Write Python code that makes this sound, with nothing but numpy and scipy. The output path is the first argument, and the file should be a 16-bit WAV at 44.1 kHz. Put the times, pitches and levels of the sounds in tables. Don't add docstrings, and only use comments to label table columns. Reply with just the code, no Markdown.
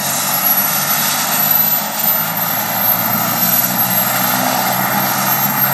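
import sys
import numpy as np
from scipy import signal
from scipy.fft import rfft, irfft, next_fast_len
from scipy.io import wavfile
from scipy.ndimage import uniform_filter1d, map_coordinates

SR = 44100
rng = np.random.default_rng(int(sys.argv[2]) if len(sys.argv) > 2 else 0)


def file_out(sig):
    cols = np.atleast_2d(sig).T
    lim = np.clip(cols, -1, 1)
    pcm = np.round(lim * 32767).astype(np.int16)
    wavfile.write(sys.argv[1], SR, pcm)


N = 252686
MAIN_PER_TAIL = .366

# time_s, pitch_hz
COMPRESSOR_PITCH = [(0, 11673), (2.66, 12222), (4, 12475), (5, 12685), (5.73, 12845)]
# time_s, roar_db, rasp_db
EXHAUST_LEVELS = [(0.06, -26, -27.5), (0.09, -25.5, -26), (1.03, -26, -23.5), (1.36, -23.5, -23.5),
                  (1.5, -26, -27), (1.74, -27.5, -29.5), (1.86, -24.5, -28), (1.93, -27.5, -29.5),
                  (2.05, -25, -26.5), (2.3, -26.5, -25.5), (2.9, -23.5, -25), (3.1, -25, -24.5),
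                  (3.18, -23, -25), (3.34, -24, -25), (3.55, -27, -26), (3.85, -23.5, -26),
                  (3.88, -24, -26.5), (4.3, -22, -21), (4.43, -21.5, -22.5), (4.5, -22, -22.5),
                  (4.56, -20, -22.5), (4.76, -22.5, -23), (4.9, -21, -20.5), (5.06, -20.5, -21.5),
                  (5.15, -22.5, -20), (5.3, -21, -21), (5.4, -23.5, -23.5), (5.67, -25.5, -22),
                  (5.7, -22.5, -22)]
# frequency_hz, gain_db
ROAR_SPECTRUM = [(250, -40), (400, -24.5), (490, -18.5), (580, -6.5), (690, -1.5), (860, -1), (960, -4.5),
                 (1070, -14.5), (1400, -63)]
# time_s, second_db, third_db, fourth_db
DRONE_LEVELS = [(0.2, -49, -36.5, -40.5), (0.5, -53, -43.5, -33), (0.7, -49, -40, -46),
                (1.3, -45.5, -38, -40), (1.52, -43, -31, -36), (1.9, -49, -42.5, -35.5),
                (2.3, -41, -30.5, -39), (2.7, -38, -39.5, -43), (3.08, -34, -32, -30), (3.3, -35, -29, -37),
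                (3.5, -37, -28, -30), (3.7, -37, -34, -32), (3.9, -30.5, -29, -42), (4.1, -36.5, -32, -39),
                (4.3, -35, -32, -35), (4.4, -32.5, -31.5, -26.5), (4.5, -37, -37, -26),
                (4.58, -36, -38, -34), (4.7, -32.5, -43, -42), (4.9, -31.5, -32.5, -43),
                (5.25, -32, -32, -42), (5.6, -28.5, -31, -45)]
# time_s, level_db
BLADE_BITE = [(0, -13.5), (4.1, -13), (4.35, -9), (4.55, -6.5), (4.85, -9.5), (5.3, -10), (5.73, -14)]


def compressor(scatter=0.83, gain_db=0.5, twinkle_db=1.53):
    # time_s, level_db
    whine_levels = [(0.0, -25.5), (0.29, -25), (0.35, -18), (0.43, -19), (0.48, -13), (0.51, -11),
                    (0.54, -19), (0.57, -14.5), (0.66, -15.5), (0.69, -20), (0.73, -18.5), (0.8, -20),
                    (0.85, -26), (0.92, -16.5), (1.15, -24.5), (1.31, -23.5), (1.36, -17.5), (1.5, -14.5),
                    (1.62, -13.5), (1.8, -18.5), (1.88, -31), (2.0, -22), (2.1, -13), (2.17, -17),
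                    (2.31, -25), (2.51, -18.5), (2.71, -23.5), (2.92, -14), (2.97, -20.5), (3.38, -21.5),
                    (3.43, -16), (3.59, -16), (3.7, -24), (3.77, -21), (3.81, -11.5), (3.86, -25.5),
                    (3.97, -17), (4.15, -23), (4.25, -17.5), (4.47, -27), (4.6, -23), (5.02, -22.5),
                    (5.26, -25.5), (5.33, -15.5), (5.39, -19), (5.43, -16.5), (5.55, -23.5), (5.63, -11.5),
                    (5.68, -22.5), (5.73, -18.5)]
    # offset_hz, gain_db
    flutter_spectrum = [(1, 2), (8, -0.5), (20, -6), (50, -8.5), (100, -16.5), (200, -20), (350, -26),
                        (600, -52), (1200, -100)]
    (pitch_hz,), (level_db,) = curves(COMPRESSOR_PITCH), curves(whine_levels)
    real, imaginary = shaped(rng.standard_normal((2, N)), flutter_spectrum)
    direct = np.exp(.9j * wobble(11))
    scatter_gain = scatter * amp(-.65 * (level_db - level_db.mean()))
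    flutter = direct + scatter_gain * unit(real + 1j * imaginary)
    flutter /= np.sqrt(np.abs(uniform_filter1d(np.abs(flutter) ** 2, size=3000)) + 1e-9)
    tone = unit(np.real(flutter * np.exp(1j * angle(pitch_hz))))
    return amp(level_db + gain_db + twinkle_db * wobble(45)) * tone


def exhaust(tail_phase):
    # time_s, level_db
    rumble_levels = [(0.05, -31.5), (1.2, -30), (1.5, -31.5), (2.0, -32.5), (2.9, -30.5), (3.1, -27.5),
                     (3.33, -26), (3.55, -31.5), (3.72, -26.5), (3.9, -32.5), (4.2, -28), (4.45, -29.5),
                     (4.68, -31), (4.95, -26), (5.3, -30.5), (5.7, -30)]
    # frequency_hz, gain_db
    rumble_spectrum = [(20, -56), (42, -53), (60, -38), (82, -24), (110, -14.5), (150, -5.5), (200, 2),
                       (260, -4), (310, -9.5), (360, -19), (430, -16.5), (700, -72)]
    rasp_spectrum = [(800, -54), (1080, -11.5), (1220, -0.5), (1380, 0.5), (1630, -10), (1790, -5),
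                     (2100, -8), (2500, -21), (4000, -58)]
    # time_s, centre_hz, height_db
    hollow = [(0, 800, 0), (3.9, 740, 1), (4.3, 700, 2), (4.55, 730, 4.5), (4.8, 830, 4.5), (5.2, 844, 5.5),
              (5.73, 820, 1.5)]
    (rumble_db,), (roar_db, rasp_db) = curves(rumble_levels), curves(EXHAUST_LEVELS)
    main_gate = chop(MAIN_PER_TAIL * tail_phase, depth=0.2, sharpness=3.0)
    rumble = turbulence(rumble_spectrum, patchy_db=-0.04, gate=main_gate)
    tail_gate = chop(tail_phase, depth=0.91 * amp(curves(BLADE_BITE)[0]), sharpness=6.1)
    tail_gate /= np.sqrt(uniform_filter1d(tail_gate ** 2, size=4000))
    roar = turbulence(ROAR_SPECTRUM, patchy_db=.5, gate=tail_gate, resonance=hollow)
    rasp = turbulence(rasp_spectrum, patchy_db=1.6, gate=tail_gate)
    return amp(rumble_db - 0.5) * rumble + amp(roar_db + 0.2) * roar + amp(rasp_db) * rasp


def intake():
    # time_s, rush_db, hiss_db, fizz_db
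    intake_levels = [(0.02, -30.5, -28.5, -29), (0.14, -27.5, -24.5, -21.5), (0.49, -29.5, -30, -28.5),
                     (0.7, -29, -29, -26.5), (0.77, -27.5, -26, -25.5), (1.13, -23, -25.5, -24.5),
                     (1.33, -25.5, -28, -26.5), (1.5, -28.5, -32.5, -28.5), (1.89, -31, -32.5, -32),
                     (2.06, -29.5, -30.5, -27), (2.31, -32.5, -36, -32), (2.54, -30, -32, -30.5),
                     (2.79, -30.5, -37, -32.5), (3.2, -32.5, -32, -31), (3.44, -27.5, -28, -27),
                     (3.66, -29.5, -27.5, -25.5), (3.77, -30, -34.5, -31.5), (3.91, -29.5, -33, -27.5),
                     (4.62, -26, -30.5, -28), (4.84, -32, -34.5, -31.5), (5.03, -28.5, -33.5, -32.5),
                     (5.18, -27.5, -27, -27), (5.42, -31, -30.5, -31.5), (5.53, -33, -32.5, -30.5),
                     (5.7, -31, -37, -32)]
    # frequency_hz, gain_db
    rush_spectrum = [(50, -32), (300, -12), (1500, -13.5), (2400, 2), (2800, -6.5), (3100, -0.5), (4000, 3),
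                     (5000, -3.5), (6500, -2.5), (9000, -50)]
    hiss_spectrum = [(3800, -48), (4900, -5), (5400, -1.5), (6300, 5), (6700, 4), (7200, -11),
                     (8500, -27.5)]
    fizz_spectrum = [(5800, -50), (6700, -7.5), (7100, 0.5), (7700, -0.5), (8400, -0.5), (8800, -2.5),
                     (9600, -8), (11000, -7.5), (11900, -3), (12500, -33), (13200, -50), (15500, -34)]
    rush_db, hiss_db, fizz_db = curves(intake_levels)
    rush = amp(rush_db + 0.5) * turbulence(rush_spectrum, patchy_db=2.0)
    hiss = amp(hiss_db) * turbulence(hiss_spectrum, patchy_db=3.5)
    fizz = amp(fizz_db + 1) * turbulence(fizz_spectrum, patchy_db=3.5)
    return (rush + hiss + fizz) * amp(0.78 * wobble(24.97))


def tail_rotor(tail_phase, waver_db=0.66, jitter_rad=0.08, gain_db=0.67):
    # blade_rate_multiple, level_db
    upper_harmonics = [(5, -9), (6, -15), (7, -19), (8, -17), (9, -15)]
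    levels_db = curves(DRONE_LEVELS)
    drone = amp(levels_db[0] - 31) * np.sin(tail_phase)
    for k, level_db in enumerate(levels_db, 2):
        phase = k * (tail_phase + jitter_rad * wobble(9)) + rng.uniform(0, 2 * np.pi)
        drone += amp(level_db + gain_db + k * waver_db * wobble(15)) * np.sin(phase)
    buzz = order_tones(tail_phase, upper_harmonics, fade_db=2.5, smear_rad=0.54, smear_hz=12)
    return np.sqrt(2) * drone + patter_gain() * buzz


def blade_slap(tail_phase, spread_db=1.8, jitter_s=.0001, ring_hz=780, width_s=0.0014):
    # time_s, peak_db
    hard_slaps = [(4.197, -12), (4.214, -13), (4.340, -9), (4.356, -10), (4.434, -10), (4.467, -8),
                  (4.483, -8), (4.499, -9.5), (4.548, -12), (4.561, -13), (4.703, -12.5), (4.718, -11)]
    t = np.arange(N) / SR
    passes = np.flatnonzero(np.diff(tail_phase // (2 * np.pi)))
    size, lag = rng.standard_normal((len(passes), 2)).clip(-2, 2).T
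    is_soft = np.abs(t[passes, None] - np.transpose(hard_slaps)[0]).min(axis=1) > .005
    onsets = (passes + SR * jitter_s * lag).astype(int).clip(0, N - 1)
    pulses = np.zeros(N)
    pulses[onsets] = is_soft * amp(spread_db * size)
    pats = shaped(pulses, ROAR_SPECTRUM)
    slaps = sum(amp(db) * np.exp(-.5 * ((t - s) / width_s) ** 2) * np.cos(2 * np.pi * ring_hz * (t - s))
                for s, db in hard_slaps)
    return patter_gain() * unit(pats) + slaps


def main_rotor(tail_phase):
    # blade_rate_multiple, level_db
    harmonics = [(5, -55), (6, -49.5), (7, -46.5), (8, -40.5), (9, -45), (10, -47.5)]
    hum_db = curves(DRONE_LEVELS)[0]
    throb = order_tones(MAIN_PER_TAIL * tail_phase, harmonics, fade_db=3.5, smear_rad=0.61, smear_hz=18)
    return amp(hum_db - np.median(hum_db)) * throb


def compressor_shaft(blades=15):
    # shaft_rate_multiple, level_db
    overtones = [(3, -54), (5, -47.5), (7, -55), (10, -51)]
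    # time_s, gain_db
    carry = [(0, -6), (1.2, -3), (2, -6), (2.6, 2), (3.1, 8), (3.8, 2), (5.73, -4)]
    phase = angle(curves(COMPRESSOR_PITCH)[0]) / blades
    return amp(curves(carry)[0]) * order_tones(phase, overtones, fade_db=2.0, smear_rad=1.04, smear_hz=70)


def gears(tail_phase):
    # blade_rate_multiple, level_db
    mesh_tones = [(62, -53), (67, -58)]
    return order_tones(tail_phase, mesh_tones, fade_db=-1.0, smear_rad=0.8, smear_hz=40)


def turbulence(spectrum, patchy_db, gate=1, resonance=None, drift_per_s=0.0037, resonance_width_hz=75):
    # centre_hz, width_hz, gain_db
    bands = [(2790, 252, 12.5), (3467, 310, 4.5), (3960, 260, 4.5), (4554, 220, 7.5), (5050, 460, 5),
             (5670, 240, 6), (7380, 310, 2.5), (8215, 86, 6.5), (10210, 140, 4.5), (10790, 330, 4)]
    hz, t, spectra = signal.stft(rng.standard_normal(N) * gate, SR, nperseg=1024)
    patches = uniform_filter1d(rng.standard_normal(spectra.shape), size=2, axis=0)
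    patches = unit(uniform_filter1d(patches, size=18, axis=1))
    drifted_hz = hz[:, None] / (1 + drift_per_s * (t - t.mean()))
    colour_db = sum(db * np.exp(-2 * ((drifted_hz - centre) / width) ** 2) for centre, width, db in bands)
    if resonance is not None:
        time_s, centre_hz, height_db = np.transpose(resonance)
        offset = (hz[:, None] - np.interp(t, time_s, centre_hz)) / resonance_width_hz
        colour_db += np.interp(t, time_s, height_db) * (np.exp(-.5 * offset ** 2) - .5)
    noise = signal.istft(spectra * amp(patchy_db * patches + colour_db), nperseg=1024)[1][:N]
    return unit(shaped(noise, spectrum))


def order_tones(phase, orders, fade_db, smear_rad, smear_hz):
    tones = np.zeros(N)
    for k, db in orders:
        fade = amp(fade_db * wobble(2.89))
        tones += amp(db) * unit(fade * np.sin(round(k) * phase + smear_rad * wobble(smear_hz)))
    return tones


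def chop(phase, depth, sharpness):
    return 1 + depth * np.exp(sharpness * (np.cos(phase) - 1))


def patter_gain():
    return amp(curves(EXHAUST_LEVELS)[0] + curves(BLADE_BITE)[0])


def amp(db):
    return 10 ** (np.asarray(db) / 20)


def unit(x):
    return x / np.sqrt(np.mean(np.abs(x) ** 2) + 1e-20)


def curves(rows):
    time_s, *columns = np.transpose(rows)
    return [np.interp(np.arange(N) / SR, time_s, column) for column in columns]


def wobble(rate_hz):
    knots = rng.standard_normal(int(N * rate_hz / SR) + 4)
    return map_coordinates(knots, [np.arange(N) * rate_hz / SR])


def angle(hz):
    return 2 * np.pi * np.cumsum(hz) / SR


def filtered(x, response):
    size = next_fast_len(N + SR // 2)
    return irfft(rfft(x, size) * response(np.fft.rfftfreq(size, 1 / SR)), size)[..., :N]


def shaped(x, spectrum):
    points_hz, gain_db = np.transpose(spectrum)
    return filtered(x, lambda hz: amp(np.interp(np.log(hz + 1), np.log(points_hz + 1), gain_db)))


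def scene(start_hz=46.1, rise_hz_per_s=3.93, drag_hz_per_s2=.016):
    t = np.arange(N) / SR
    tail_blade_hz = start_hz + rise_hz_per_s * t - drag_hz_per_s2 * t ** 2
    tail_phase = angle(tail_blade_hz) - 2 * np.pi * .66
    engine = compressor_shaft() + compressor() + exhaust(tail_phase) + intake()
    rotors = gears(tail_phase) + main_rotor(tail_phase) + tail_rotor(tail_phase) + blade_slap(tail_phase)
    return np.array([engine + rotors, engine + rotors])


def record(dry, cutoff_hz=15700):
    return filtered(dry, lambda hz: hz < cutoff_hz)


dry = scene()
out = record(dry)
file_out(out)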